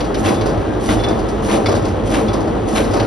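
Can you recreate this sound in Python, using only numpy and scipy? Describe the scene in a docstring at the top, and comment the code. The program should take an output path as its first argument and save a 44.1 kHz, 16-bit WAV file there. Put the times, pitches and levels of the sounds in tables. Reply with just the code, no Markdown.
"""An industrial citrus extractor crunches fruit close by in a hard-walled factory, about 96 strokes a minute.
On each stroke juice sprays, the peel bursts in a wet crunch and the steel frame booms; then the feeder rattles
back. Steel fingers clack and squeak, the frame knocks, peel snaps and fruit thuds, over the drone of the drive.
Crunch, spray and rattle are coloured bursts of tiny cracks; clacks, knocks and thuds are fading sine waves;
the boom is noise through resonances, and the drive is coloured noise with steady tones."""
import sys
import numpy as np
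from scipy import signal
from scipy.fft import rfft, irfft
from scipy.io import wavfile

SR = 44100
rng = np.random.default_rng(int(sys.argv[2]) if len(sys.argv) > 2 else 0)


def master_out(mix):
    """Clip the mix to full scale and print it as 16-bit PCM to the path in sys.argv[1]."""
    frames = np.transpose(np.atleast_2d(mix))
    ceiling = np.clip(frames, -1, 1)
    pcm = np.round(ceiling * 32767).astype(np.int16)
    wavfile.write(sys.argv[1], SR, pcm)


N = 134946

# strokes of the cups: (height of the crunch t/s, crunch level/dB, frame boom level/dB, crunch rise/s,
# return rattle level/dB)
CUP_STROKES = [(0.279, 1.5, 1.5, 0.016, -2), (0.914, -1.5, -3, 0.012, -0.5), (1.533, 0, 2.5, 0.022, 3.5),
               (2.164, -1, 2, 0.024, -2.5), (2.78, 2, -4, 0.01, 2.5)]
# resonances of the steel frame: (f/Hz, width/Hz, level/dB)
FRAME_MODES = [(212, 20, 1), (316, 28, -.5), (446, 26, -3), (553, 33, -6.5), (624, 33, -9.5),
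               (775, 50, -10.5), (1050, 130, -17), (1295, 15, -16)]
GRAIN_SPREAD_DB = 3.5  # unevenness of the little cracks and droplets


def undb(db):
    """Turn decibels into a gain."""
    return 10 ** (np.asarray(db) / 20)


def unit(x):
    """Scale to an rms of 1."""
    return x / np.sqrt(np.mean(np.abs(x) ** 2))


def times():
    """The time of every sample, in seconds."""
    return np.arange(N) / SR


def bins():
    """The frequency of every spectral bin in Hz, at least 1."""
    return np.maximum(np.arange(N // 2 + 1) * SR / N, 1)


def across(points):
    """Join (Hz, value) points by straight lines on a log-frequency axis."""
    hz, value = np.array(points).T
    return np.interp(np.log(bins()), np.log(hz), value)


def colour(x, points):
    """Give a sound a spectrum, falling away below its first point; white noise keeps its power."""
    low_cut = np.minimum(bins() / points[0][0], 1) ** 2
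    gain = undb(across(points)) * low_cut
    return irfft(rfft(x) * unit(gain), N)


def noise():
    """Two unrelated white noises: the direct and the diffuse part of a sound."""
    return rng.standard_normal((2, N))


def walk(rate):
    """Random drift: about `rate` new values a second, joined by straight lines."""
    step = int(SR / rate)
    count = N // step + 2
    return np.interp(np.arange(N) / step, np.arange(count), rng.standard_normal(count))


def grains(per_s, spread_db):
    """Dense little cracks of uneven size: bits of noise that die away within milliseconds."""
    size = undb(spread_db * np.clip(rng.standard_normal(N), -2, 2))
    hits = (rng.random(N) < per_s / SR) * size
    # the power of each crack decays with a time constant of 1 ms
    power = signal.lfilter([1], [1, -np.exp(-1 / (.001 * SR))], hits ** 2)
    return unit(noise() * np.sqrt(power + 1e-12))


def swell(at, rise, fall):
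    """An envelope with a rounded rise to a peak and an exponential fall."""
    t = times() - at
    return np.exp(-.5 * (np.minimum(t, 0) / rise) ** 2 - np.maximum(t, 0) / fall)


def fade(t, t60):
    """Exponential decay that loses 60 dB in t60 seconds."""
    return np.exp(-np.log(1000) * t / t60)


def blow(at, rise, t60):
    """The envelope of a blow: quick rise, then decay."""
    t = np.maximum(times() - at, 0)
    return (1 - np.exp(-t / rise)) * fade(t, t60)


def ring(at, modes, rise, tilt_db, scatter_db, detune):
    """Struck modes as fading sine waves, a little different on every blow; tilt is in dB per octave."""
    out = np.zeros((2, N))
    start = max(int(at * SR), 0)
    t = np.arange(min(SR // 2, N - start)) / SR
    centre = np.mean([mode[0] for mode in modes])
    chance = rng.standard_normal((len(modes), 2))
    for (hz, db, t60), (level_chance, pitch_chance) in zip(modes, chance):
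        gain = undb(db + tilt_db * np.log2(hz / centre) + scatter_db * level_chance)
        phase = 2 * np.pi * (hz * (1 + detune * pitch_chance) * t + rng.random((2, 1)))
        out[:, start:start + len(t)] += gain * np.sin(phase) * fade(t, t60) * (1 - np.exp(-t / rise))
    return out


def droplets():
    """Droplets and bubbles squeezed from the peel: tiny wet pings, each gliding up as it dies."""
    centre_hz, spread_octaves, per_s = 2150, .62, 700
    t60, glide_per_s = .028, 3
    out = np.zeros((2, N + SR))
    t = np.arange(int(t60 * SR)) / SR
    count = int(per_s * N / SR)
    starts = rng.integers(0, N, count)
    for start, (pitch, size, lag) in zip(starts, rng.standard_normal((count, 3))):
        hz = centre_hz * 2 ** (spread_octaves * pitch)
        phase = 2 * np.pi * hz * t * (1 + glide_per_s * t / 2)
        ping = np.sin([phase, phase + np.pi * lag]) * fade(t, t60)
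        out[:, start:start + len(t)] += undb(GRAIN_SPREAD_DB * np.clip(size, -1, 1)) * ping
    return unit(out[:, :N])


def cups():
    """The cups burst the peel: an uneven crunch of dense cracks, wet with droplets."""
    # spectrum of the crunch: (f/Hz, level/dB per Hz)
    crunch_colour = [(260, -7), (620, -1), (1250, -5), (2050, -10), (3350, -11), (5100, -18.5), (7500, -16),
                     (9400, -21.5), (11400, -23)]
    hold, fall = .014, .026  # s
    crush = 0
    for at, db, _, rise, _ in CUP_STROKES:
        first = swell(at - hold, rise, fall)
        second = swell(at + hold, hold, fall) / 2
        crush = crush + undb(db) * (first + second)
    crush = crush * undb(1.2 * walk(130))  # flutter
    crunch = undb(-21.5) * colour(crush * grains(2300, GRAIN_SPREAD_DB), crunch_colour)
    squelch = undb(-29) * crush * droplets()
    return crunch + squelch


def juice_spray():
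    """Juice sprays as the cups close: a fluttering rush of very dense little cracks."""
    # spectrum of the spray: (f/Hz, level/dB per Hz)
    spray_colour = [(1500, -4), (3200, 0), (5100, -1), (7500, 2), (9400, -2.5), (11400, -5)]
    lead, rise, hold, fall = .118, .022, .14, .069  # s; hold counts from the start of the spray
    flow = 0
    for at, *_ in CUP_STROKES:
        t = times() - at + lead
        flow = flow + np.clip(t / rise, 0, 1) * np.exp(-np.maximum(t - hold, 0) / fall)
    flow = flow * undb(2 * walk(45))  # flutter
    return undb(-35) * colour(flow * grains(2200, GRAIN_SPREAD_DB), spray_colour)


def return_effort():
    """How hard the feeder shakes as it swings back after each stroke."""
    lag, rise, fall = .21, .066, .07  # s
    return sum(undb(db) * swell(at + lag, rise, fall) for at, _, _, _, db in CUP_STROKES)


def feeder_rattle():
    """The feeder rattles back: low-pitched cracks that follow its shaking."""
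    # spectrum of the rattle: (f/Hz, level/dB per Hz)
    rattle_colour = [(160, -6), (330, 5.5), (720, 0), (1250, -7.5), (2250, -24), (4600, -27.5), (7400, -42),
                     (11200, -41)]
    return undb(-19) * colour(return_effort() * grains(710, GRAIN_SPREAD_DB), rattle_colour)


def frame():
    """The steel frame booms under each stroke and shudders in between: noise through its resonances."""
    lag, rise, fall = .042, .066, .033  # s
    push = sum(undb(db) * swell(at + lag, rise, fall) for at, _, db, _, _ in CUP_STROKES)
    push = push + undb(-10.5) * return_effort() + undb(-6.5)  # the last part never stops
    f = bins()
    body = 0
    for k, (hz, width, db) in enumerate(FRAME_MODES):
        sign = (-1) ** k  # neighbouring resonances push opposite ways
        body = body + sign * undb(db) / (1 + 1j * (f / hz - hz / f) * hz / width)
    body = body / (1 + (f / 1700) ** 4)  # dull the treble
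    return undb(-18.5) * irfft(rfft(push * noise()) * unit(body), N)


def fingers():
    """Steel fingers clack and bounce once: a rough crack, and a short ring unless fruit damps them."""
    # clacks: (t/s, level/dB, brightness/dB per octave, ring against crack level/dB)
    clacks = [(.003, -5, 6, -11), (.142, -4, 7, -12), (.409, -7, 5, -8), (.995, -16, 3, -3),
              (1.035, -5, 1, -7), (1.658, 0, -2, -.5), (2.281, -10.5, -1, -.5), (2.997, -3, 2, -9)]
    # modes of the fingers: (f/Hz, level/dB, t60/s)
    finger_modes = [(1305, -7, .07), (2010, -9, .05), (2220, -1.5, .07), (2330, -7, .05), (3380, -4, .045),
                    (3485, -1, .06), (4090, -2, .09), (4520, -6, .055), (4700, -3.5, .05), (5250, -10, .06),
                    (5460, -8, .06), (5890, -14, .07)]
    # spectrum of the crack: (f/Hz, level/dB per Hz)
    crack_colour = [(420, -38), (1250, 10), (2250, 8), (4150, 7.5), (6100, 2), (7900, -5), (11200, -9.5)]
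    rise = .002  # s
    rings = cracks = 0
    for at, db, tilt, ring_db in clacks:
        for lag, contact_db in [(0, 0), (.007, -3)]:  # first contact, then bounce (s, dB)
            struck = ring(at + lag, finger_modes, rise, tilt, scatter_db=-1.5, detune=.0033)
            rings = rings + undb(db + ring_db + contact_db) * struck
        cracks = cracks + undb(db) * blow(at, rise, t60=.1)
    return undb(-18.5) * (rings + colour(cracks * noise(), crack_colour))


def squeaks():
    """Steel rubbing on steel sings briefly on one note, rough because pitch and level wander."""
    # squeaks: (loudest moment t/s, pitch f/Hz, level/dB, rise/s, fall/s)
    rubs = [(.375, 3485, -40.5, .045, .04), (.76, 1600, -45, .15, .06), (1., 3470, -34.5, .007, .04),
            (1.045, 3495, -26, .005, .024), (2.301, 3480, -36.5, .012, .013)]
    wander_per_s = 220
    out = 0
    for at, hz, db, rise, fall in rubs:
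        phase = 2 * np.pi * (hz * times() + rng.random((2, 1))) + .7 * walk(wander_per_s)
        level = undb(db + 2.8 * walk(wander_per_s)) * swell(at, rise, fall)
        out = out + level * np.sqrt(2) * np.sin(phase)
    return out


def peel_snaps():
    """Peel snaps wetly: short blows of coloured noise."""
    # snaps: (t/s, level/dB)
    snap_times = [(0.042, -1.5), (.34, 2), (.458, 4.5), (0.49, -4), (1.083, 4), (1.187, -1), (1.285, 2),
                  (1.685, 6), (1.716, 3.5), (1.749, 5.5), (1.767, -12), (1.82, -5), (1.848, 3), (1.881, -2),
                  (2.331, 5.5), (2.403, -2.5), (2.471, -5), (2.838, 2), (2.907, 0.5), (2.934, 6),
                  (2.966, 2), (3.027, -3)]
    # spectrum of a snap: (f/Hz, level/dB per Hz)
    snap_colour = [(1250, 12), (3100, -0.5), (4750, 6.5), (6100, 3), (7400, 1.5), (11200, -7.5)]
    snaps = sum(undb(db) * blow(at, rise=.0034, t60=.11) for at, db in snap_times)
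    return undb(-28.5) * colour(snaps * noise(), snap_colour)


def fruit_thuds():
    """Whole fruit drops into the cups and chutes and sets off their low modes."""
    # thuds: (t/s, level/dB, hardness/dB per octave)
    drops = [(.225, -1, 9), (.395, -1.5, 6), (.448, .5, -5), (.55, 0, 9), (.67, -2, -4), (.875, -2.5, 5),
             (.935, -2.5, -1), (1.028, .5, 6), (1.08, -1, -5), (1.195, -3.5, -2), (1.345, -4, -6),
             (1.64, 1, 8), (1.728, -.5, 7), (1.81, -.5, 9), (1.89, -1, 9), (2.025, 0, 0), (2.275, 1, 8),
             (2.385, -2.5, 9), (2.62, -3, -6), (2.888, 1.5, 8), (2.99, 1, 5)]
    # modes of the chutes: (f/Hz, level/dB, t60/s)
    chute_modes = [(53, -5.5, .27), (80, -6, .16), (101, 0, .22)]
    thuds = 0
    for at, db, tilt in drops:
        thuds = thuds + undb(db) * ring(at, chute_modes, .04, tilt, scatter_db=-1.5, detune=.042)
    return undb(-7.3) * thuds


def knocks():
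    """The mechanism clunks against the frame; each spot favours other resonances."""
    # heavy knocks: (t/s, level/dB, strongest ringing f/Hz)
    clunks = [(.317, 3, 215), (.411, -1, 320), (.478, -5, 560), (.885, -2, 600), (.955, -2, 300),
              (1.537, 2, 540), (1.568, 0, 520), (1.68, -2, 640), (1.832, -5, 500), (2.188, -1.5, 205),
              (2.755, -3, 470), (2.793, -.5, 530), (2.972, -5, 640)]
    focus_db, t60 = 14, .15  # focus: loss an octave away from the favoured pitch; t60 in s
    out = 0
    for at, db, centre in clunks:
        levels = np.array([level - focus_db * np.log2(hz / centre) ** 2 for hz, _, level in FRAME_MODES])
        levels = levels - levels.max()
        modes = [(hz, level, t60) for (hz, _, _), level in zip(FRAME_MODES, levels)]
        out = out + undb(-9 + db) * ring(at, modes, rise=.012, tilt_db=3, scatter_db=1, detune=.026)
    return out


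def drive():
    """The drive rumbles and chatters as wavering noise and hums in tones, under a thin wet hiss."""
    # spectrum of the drone: (f/Hz, level/dB per Hz)
    drone_colour = [(24, -68), (40, -9.5), (107, -8), (134, -11), (242, -11), (320, -7.5), (540, -11.5),
                    (787, -16.5), (958, -21.5), (1020, -21.5), (2000, -33.5), (2600, -100), (4400, -120)]
    # steady tones of the drive: (f/Hz, level/dB)
    hum_tones = [(49.8, -32), (102.3, -36), (1294, -44), (1949, -57), (2220, -58), (3482, -59)]
    # spectrum of the hiss: (f/Hz, level/dB per Hz)
    hiss_colour = [(1250, -1), (2050, -.5), (3300, -.5), (5100, -11), (7500, -10), (9400, -17),
                   (11200, -20)]
    drone_db = -19 + .4 * walk(8) + 1.08 * walk(85)  # slow waver and fast chatter
    drone = undb(drone_db) * colour(noise(), drone_colour)
    hum = 0
    for hz, db in hum_tones:
        phase = 2 * np.pi * (hz * times() + rng.random((2, 1))) + .58 * walk(20)  # drift in radians
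        hum = hum + undb(db) * np.sqrt(2) * np.sin(phase)
    hiss = undb(-38.5 + .23 * walk(31.1)) * colour(grains(5200, GRAIN_SPREAD_DB), hiss_colour)
    return drone + hum + hiss


def hall(x):
    """Add a short dense echo from the housing and the factory walls: a tail of fading noise."""
    tail = noise() * blow(.0025, rise=.0019, t60=.38)
    tail = tail / np.sqrt(np.sum(tail ** 2) / 2)
    return x + undb(-8) * signal.fftconvolve(x, tail, axes=1)[:, :N]


def ports(x):
    """Direct and diffuse sound reach two microphone ports with differing level and phase."""
    # share of diffuse sound: (f/Hz, share of power)
    diffuse_share = [(50, .03), (200, .055), (350, .15), (600, .32), (1200, .22), (2200, .065), (3400, .13),
                     (5000, .06), (7000, .002), (8500, .002), (11000, .012)]
    # level difference: (f/Hz, left minus right level/dB)
    balance = [(50, -4.5), (90, -.7), (300, -.6), (550, .6), (780, 4), (1300, 3), (2200, .6), (3400, 1.5),
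               (5500, .8), (6900, 0), (11000, 0)]
    # phase difference: (f/Hz, lead of the left port/rad)
    phase_lead = [(200, 0), (340, -.15), (600, .5), (950, -.65), (1720, -.95), (2150, -.1), (3000, .7),
                  (3450, .85), (4130, 0), (5680, .1), (6150, -.7), (6800, -3.14), (8600, -3.14),
                  (9600, -5.9), (11600, -6.3)]
    direct, diffuse = rfft(x)
    share = np.clip(across(diffuse_share), 0, .5)
    sides = np.array([[1], [-1]])  # left, right
    both = np.sqrt(1 - share) * direct + sides * np.sqrt(share) * diffuse
    level = undb(sides * across(balance) / 2)
    turn = np.exp(.5j * sides * across(phase_lead))
    return irfft(both * level * turn, N)


def scene():
    """The whole machine in its hall; the frame, its knocks and the drive get no added echo."""
    stroke = cups() + juice_spray() + feeder_rattle()
    echoing = stroke + fingers() + squeaks() + peel_snaps() + fruit_thuds()
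    return ports(hall(echoing) + frame() + knocks() + drive())


def record(dry):
    """Round the highest peaks softly, then cut the treble above 11350 Hz steeply."""
    rounded = 1.6 * np.tanh(dry / 1.6)
    top_cut = signal.ellip(10, .2, 80, 11350, fs=SR, output="sos")
    return signal.sosfilt(top_cut, rounded)


dry = scene()
out = record(dry)
master_out(out)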